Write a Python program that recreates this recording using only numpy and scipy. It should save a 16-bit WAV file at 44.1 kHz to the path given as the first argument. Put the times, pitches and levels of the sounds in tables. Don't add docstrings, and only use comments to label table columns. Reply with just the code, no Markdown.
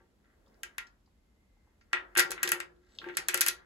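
import sys
import numpy as np
from scipy import signal
from scipy.fft import rfft, irfft
from scipy.io import wavfile

SR = 44100
rng = np.random.default_rng(int(sys.argv[2]) if len(sys.argv) > 2 else 0)


def generate_wav(sig):
    pcm = np.round(np.clip(np.atleast_2d(sig).T, -1, 1) * 32767).astype(np.int16)
    wavfile.write(sys.argv[1], SR, pcm)


def how_loud(loudness_db):
    steps = np.asarray(loudness_db, float) / 20
    return 10 ** steps


N = 160965

# start_s, peak_db, jolt_db (wheel jolt re snap), brightness_db_per_octave
PAWL_SNAPS = [(0.632, -27, -6.5, -5.5), (0.7806, -26, -3, -4), (0.8673, -59, 0, -7), (1.93, -24.5, 6, -5),
              (2.151, -36.5, 3, 1), (2.1712, -19, -4, 1), (2.1766, -10.5, -28, -8.5),
              (2.1883, -15.5, -7, -2), (2.1938, -7.5, -12.5, -6.5), (2.2007, -12.5, -11, -2),
              (2.306, -24, -17, -5), (2.3156, -21, -12, 4.5), (2.4297, -13.5, -9, 0),
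              (2.4337, -24.5, -8, 6), (2.4751, -20.5, -9, -9), (2.4896, -21.5, -10, 2),
              (2.5171, -12.5, -7.5, 7.5), (2.601, -27.5, -3, -6.5), (3.1689, -14.5, -10.5, -1.5),
              (3.2839, -12, -11, -1.5), (3.3427, -12, -11, 2.5), (3.3743, -20.5, -11.5, 1.5),
              (3.4079, -10.5, -14, 0), (3.4138, -10, -16.5, 12), (3.4626, -14, -11, 8.5),
              (3.471, -20, -9, -1.5), (3.4807, -17, -19, 11), (3.4835, -11.5, -24, -9)]
# pitch_hz, level_db, t60_s
SPOKE_MODES = [(1296, -12, 0.054), (1393, 1, 0.17), (1503, -22.5, 0.13), (1510, -37, 0.098),
               (1609, 13.5, 0.035), (1789, 1, 0.083), (1919, 6.5, 0.11), (1995, -5.5, 0.1),
               (2830, -22.5, .1), (3300, -13, 0.15)]


def at_hz(points, hz):
    table_hz, value = np.transpose(points)
    return np.interp(np.log(np.maximum(hz, 1)), np.log(table_hz), value)


def in_time(rows):
    s, *columns = np.transpose(rows)
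    return [np.interp(np.arange(N) / SR, s, c) for c in columns]


def rms_one(x):
    return x / np.sqrt(np.mean(x ** 2) + 1e-20)


def colour(x, spectrum):
    hz = np.fft.rfftfreq(x.shape[-1], 1 / SR)
    return irfft(rfft(x) * how_loud(at_hz(spectrum, hz)), x.shape[-1])


def cut(x, hz, kind, order):
    return signal.sosfilt(signal.butter(order, hz, kind, fs=SR, output="sos"), x)


def slow_noise(hz):
    return rms_one(cut(rng.standard_normal(N), hz, "low", order=2))


def ring(clicks, hz, t60):
    r, w = how_loud(-60 / (t60 * SR)), 2 * np.pi * hz / SR
    return signal.lfilter([0, np.sin(w)], [1, -2 * r * np.cos(w), r * r], clicks + 1e-18)


def train(s, gains):
    return np.bincount(np.clip((np.asarray(s) * SR).astype(int), 0, N - 1), gains, N)


def strike(s, db, modes):
    scatter_db = 3
    luck = rng.standard_normal((len(s), len(modes), 2))
    out = 0
    for k, (hz, mode_db, t60) in enumerate(modes):
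        gains = how_loud(db + mode_db + scatter_db * luck[:, k, 0]) * np.sign(luck[:, k, 1])
        out = out + ring(train(s, gains), hz, t60)
    return out


def ports(x, pan_db):
    return x * how_loud(np.array([[pan_db / 2], [-pan_db / 2]]))


def pair(alike, size):
    mid, side = rfft(rng.standard_normal((2, size)))
    alike = np.clip(alike, -1, 1)
    return np.sqrt(1 + alike) * mid + np.sqrt(1 - alike) * side * [[1], [-1]]


def clatter(s, db, tilt_db, apart):
    # pitch_hz, level_db
    mode_colour = [(700, -21.5), (1000, -30), (1500, 0), (2200, 2.5), (3200, -3), (5000, -2.5), (7500, -6),
                   (12000, -14.5)]
    # pitch_hz, t60_s
    mode_t60 = [(800, 0.2), (2000, 0.12), (5000, 0.086), (12000, 0.029)]
    t, out = np.arange(SR // 4) / SR, 0
    for k in range(4):
        hz = np.geomspace(700, 15500, 220) * np.exp(.006 * rng.standard_normal(220))
        mid, side = rng.standard_normal((2, 220))
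        spread = mid + apart * (hz < 6500) * side * [[1], [-1]]
        level = how_loud(at_hz(mode_colour, hz) + tilt_db * np.log2(hz / 2000)) * np.sqrt(hz / 2000)
        decay = how_loud(-60 * t / at_hz(mode_t60, hz)[:, None])
        answer = (level * spread) @ (np.sin(2 * np.pi * hz[:, None] * t) * decay)
        blows = train(s[k::4], how_loud(db[k::4]))[None]
        out = out + signal.fftconvolve(blows, answer / abs(answer).max(), axes=1)[:, :N]
    return out


def wide_noise(spectrum):
    # pitch_hz, likeness_0_to_1
    air_alike = [(60, .93), (300, 0.8), (800, 0.07), (6000, 0.1), (8500, 0.94)]
    hz = np.fft.rfftfreq(N, 1 / SR)
    return rms_one(irfft(pair(at_hz(air_alike, hz), N) * how_loud(at_hz(spectrum, hz)) * (hz > 35), N))


def air():
    # pitch_hz, level_db
    air_colour = [(15, -20.5), (25, -5.5), (53, -0.5), (146, -19), (208, -11.5), (252, -16), (634, -27.5),
                  (12000, -43.5), (13500, -53.5), (16500, -58)]
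    return how_loud(-68) * wide_noise(air_colour)


def street():
    # time_s, level_db
    traffic_swell = [
        (0.0, -72),
        (0.6, -56),
        (0.94, -75),
        (1.97, -65),
        (2.41, -51),
        (2.69, -93.5),
        (3.03, -48),
        (3.23, -55),
        (3.65, -73),
    ]
    # pitch_hz, level_db
    traffic_colour = [(90, -17), (180, -7.5), (500, -3.5), (1800, -23.5), (3000, -33)]
    level_db = in_time(traffic_swell)[0] - 12.5 + 0.83 * slow_noise(10)
    return how_loud(level_db) * wide_noise(traffic_colour)


def rim_flex():
    # start_s, peak_db
    palm_flexes = [(0.003, -60.5), (0.641, -57), (0.794, -74), (1.935, -45.5), (2.166, -36.5),
                   (2.186, -37.5), (2.247, -43), (2.299, -42), (2.44, -40.5), (2.471, -40.5), (2.526, -40),
                   (2.55, -51), (2.613, -59.5), (3.029, -50), (3.063, -42.5), (3.095, -47), (3.182, -47.5),
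                   (3.199, -49), (3.286, -48), (3.341, -37), (3.369, -50.5), (3.434, -53), (3.476, -48.5)]
    # pitch_hz, level_db, t60_s
    rim_modes = [(353.7, -0.5, 0.15), (378.8, -10, 0.17), (171.2, -9.5, 0.051), (473.3, -9.5, 0.14),
                 (516, -8.5, 0.033), (543, -10.5, 0.11), (576, -25, 0.051), (779, -14.5, 0.15),
                 (897, -7.5, 0.097), (1090, -20, 0.05), (1155, -15.5, 0.17)]
    swell_s, level_db = 0.049, 2.5
    s, db = np.transpose(palm_flexes)
    boom = 0
    for mode in rim_modes:
        boom = boom + ring(strike(s, db + level_db, [mode]), mode[0], swell_s)
    return boom * 2 * np.log(1000) / (swell_s * SR)


def grip_creaks():
    # time_s, level_db
    grip_force = [(0, -62.5), (.12, -91), (.3, -73.5), (.47, -76), (.56, -72), (.63, -89), (.66, -61),
                  (1.04, -109), (1.9, -76), (2.08, -61.5), (2.22, -45), (2.39, -43), (2.5, -53), (2.7, -66),
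                  (2.98, -70), (3.06, -62), (3.15, -58.5), (3.33, -50), (3.65, -59)]
    jerks_per_s, level_db = 1300, -3.5
    jerks = (rng.random(N) < jerks_per_s / SR) * rng.standard_normal(N)
    jerks = jerks * how_loud(5.0 * slow_noise(4.6))
    rung = sum(how_loud(db) * ring(jerks, hz, 0.26 * t60) for hz, db, t60 in SPOKE_MODES)
    return how_loud(in_time(grip_force)[0] + level_db) * rms_one(rung)


def wheel_body():
    # start_s, peak_db
    hand_knocks = [(0.0034, -91), (1.8122, -60.5), (1.9698, -31), (2.1621, -24), (2.1851, -21),
                   (2.1872, -21), (2.1952, -19), (2.2042, -26), (2.324, -42.5), (2.3783, -39),
                   (3.0151, -47), (3.042, -43), (3.058, -53), (3.062, -49.5), (3.0733, -47.5), (3.087, -38),
                   (3.139, -49), (3.0974, -41), (3.3364, -28)]
    shell_hz = (1564, 2164, 2583)
    jolt_lag_s, shell_t60_s, spokes_db = 0.0019, 0.007, -15.5
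    snap_s, snap_db, jolt_db, _ = np.transpose(PAWL_SNAPS)
    knock_s, knock_db = np.transpose(hand_knocks)
    s = np.r_[snap_s + jolt_lag_s, knock_s]
    db = np.r_[snap_db + jolt_db, knock_db]
    thump = sum(ring(train(s, how_loud(db)), hz, shell_t60_s) for hz in shell_hz)
    spokes = np.array([strike(s, db + spokes_db, SPOKE_MODES) for port in "LR"])
    rattle = clatter(s, db + 0.5, tilt_db=-3.5, apart=0.94)
    body = thump + spokes + rattle + grip_creaks()
    return cut(cut(body, 3200, "low", order=4), 1150, "high", order=2)


def ticks():
    # start_s, peak_db, pitch_hz, t60_s
    small_ticks = [(0.248, -67, 3350, 0.021), (0.462, -68, 3700, 0.11), (0.471, -62, 1080, .08),
                   (1.075, -67, 880, .1), (3.017, -43.5, 1423, .15), (3.087, -57.5, 7200, 0.035),
                   (0.479, -67.5, 5140, 0.091), (.543, -64, 4970, 0.028), (.87, -54, 4940, 0.09),
                   (1.06, -69.5, 4980, 0.13), (1.57, -67, 890, 0.054), (1.67, -64.5, 892, 0.093),
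                   (1.81, -67, 5040, 0.19), (2.764, -72, 3517, 0.032), (2.987, -27.5, 3480, 0.031),
                   (3.017, -52, 4170, 0.033), (3.043, -38, 3570, 0.0067)]
    out = 0
    for s, db, hz, t60 in small_ticks:
        ratios = np.geomspace(.75, 2, 14)
        cluster = [(hz * k, -26 * abs(np.log2(k)), t60 * .5) for k in ratios]
        out = out + strike([s], np.array([db - 7.0]), cluster)
    return out


def pawls():
    # pitch_hz, level_db
    snap_colour = [(800, -49), (1500, -18), (3000, -16), (5500, -6), (8500, 3), (10800, 6.5), (13500, -3),
                   (16000, -14)]
    snap_t60_s, snap_db, steel_db, size = 0.0062, 3, -7, 1500
    s, db, jolt_db, bright_db = np.transpose(PAWL_SNAPS)
    s = s + .0007
    t, out = np.arange(size) / SR, np.zeros(N + size)
    octaves = np.log2(np.maximum(np.fft.rfftfreq(size, 1 / SR), 3000) / 6000)
    tilt = np.outer(bright_db - 0.55 * (jolt_db + 15), octaves)
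    noise = irfft(rfft(rng.standard_normal((len(s), size))) * how_loud(tilt), size)
    attack = np.minimum(t * 4000, 1)
    bursts = colour(noise, snap_colour) * how_loud(-60 * t / snap_t60_s) * attack
    for at, level, burst in zip(s, db, bursts):
        i = int(at * SR)
        out[i:i + size] += how_loud(level + snap_db) * burst / abs(burst).max()
    return out[:N] + clatter(s, db + steel_db - 0.1 * (jolt_db + 15), tilt_db=6.0, apart=0.88)


def machine():
    pitch_hz, width_hz, peak_db = 2085, 34, -85
    swell_db = peak_db - 60 * (np.arange(N) / SR - 1.5) ** 2
    return how_loud(swell_db) * rms_one(ring(rng.standard_normal((2, N)), pitch_hz, 2.2 / width_hz))


def skin_rub():
    # time_s, level_db
    rub_strokes = [
        (0.0, -102),
        (2.01, -98),
        (2.4, -64),
        (2.48, -42),
        (2.65, -110),
        (2.96, -61.5),
        (3.12, -64),
        (3.37, -49.5),
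        (3.53, -100.5),
        (3.65, -95),
    ]
    # pitch_hz, level_db
    skin_colour = [(800, -18), (2000, -10.5), (4000, -2), (5500, -6), (8000, -14), (12000, -26),
                   (14000, -44.5)]
    grain_db, level_db = 5, -6.5
    grainy = rng.standard_normal(N) * how_loud(grain_db * slow_noise(80))
    return how_loud(in_time(rub_strokes)[0] + level_db) * rms_one(colour(grainy, skin_colour))


def seal_squeak():
    # time_s, pitch_hz, level_db
    squeak_glide = [
        (2.86, 7450, -95),
        (2.93, 7800, -76),
        (2.98, 8000, -78),
        (2.99, 8000, -110),
    ]
    hz, db = in_time(squeak_glide)
    sounding = np.arange(N) > squeak_glide[0][0] * SR
    jittery_hz = hz + 400 * rng.standard_normal(N)
    return how_loud(db) * sounding * np.sin(2 * np.pi * np.cumsum(jittery_hz) / SR)


def workshop(x):
    # pitch_hz, t60_s
    room_decay = [(250, 0.9), (1700, 0.19), (4600, 0.21), (12000, 0.094)]
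    # pitch_hz, likeness_0_to_1
    room_alike = [(300, 0.36), (600, 0.079), (5000, 0.14), (8000, 0.97)]
    size, room_db = SR // 2, -8
    t, hz, tail = np.arange(size) / SR, np.fft.rfftfreq(size, 1 / SR), 0
    noise = pair(at_hz(room_alike, hz), size)
    onset = np.minimum(t / 0.002, 1)
    for centre in 125 * 2. ** np.arange(8):
        band = np.clip(1 - abs(np.log2(hz / centre + 1e-9)), 0, 1)
        tail = tail + irfft(noise * band, size) * how_loud(-60 * t / at_hz(room_decay, centre)) * onset
    tail = tail / np.sqrt(np.sum(tail ** 2) / 2)
    return how_loud(room_db) * signal.fftconvolve(x[None], tail, axes=1)[:, :N]


def scene():
    steel = pawls() + skin_rub() + ticks() + seal_squeak()
    body, rim = wheel_body(), rim_flex()
    near = ports(steel, pan_db=1.8) + ports(body, pan_db=3) + ports(rim, pan_db=3.0)
    room = workshop((steel + how_loud(3.5) * body + how_loud(-5.5) * rim).mean(axis=0))
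    return near + room + air() + street() + machine()


def roll_off(x):
    return signal.sosfilt(signal.butter(12, 16970, fs=SR, output="sos"), x)


def record(dry):
    # pitch_hz, lag_rad
    port_turn = [(1300, 0), (2200, 2.4), (3000, 6), (4500, 6.8), (6100, 12), (7200, 12.7), (15800, 25.2),
                 (22050, 34)]
    lag_rad = np.interp(np.fft.rfftfreq(N, 1 / SR), *np.transpose(port_turn))
    left = irfft(rfft(dry[0]) * np.exp(-1j * lag_rad), N)
    x = np.array([left, dry[1]])
    x = signal.sosfilt(signal.cheby2(10, 60, 17000, fs=SR, output="sos"), x)
    return roll_off(x)


dry = scene()
out = record(dry)
generate_wav(out)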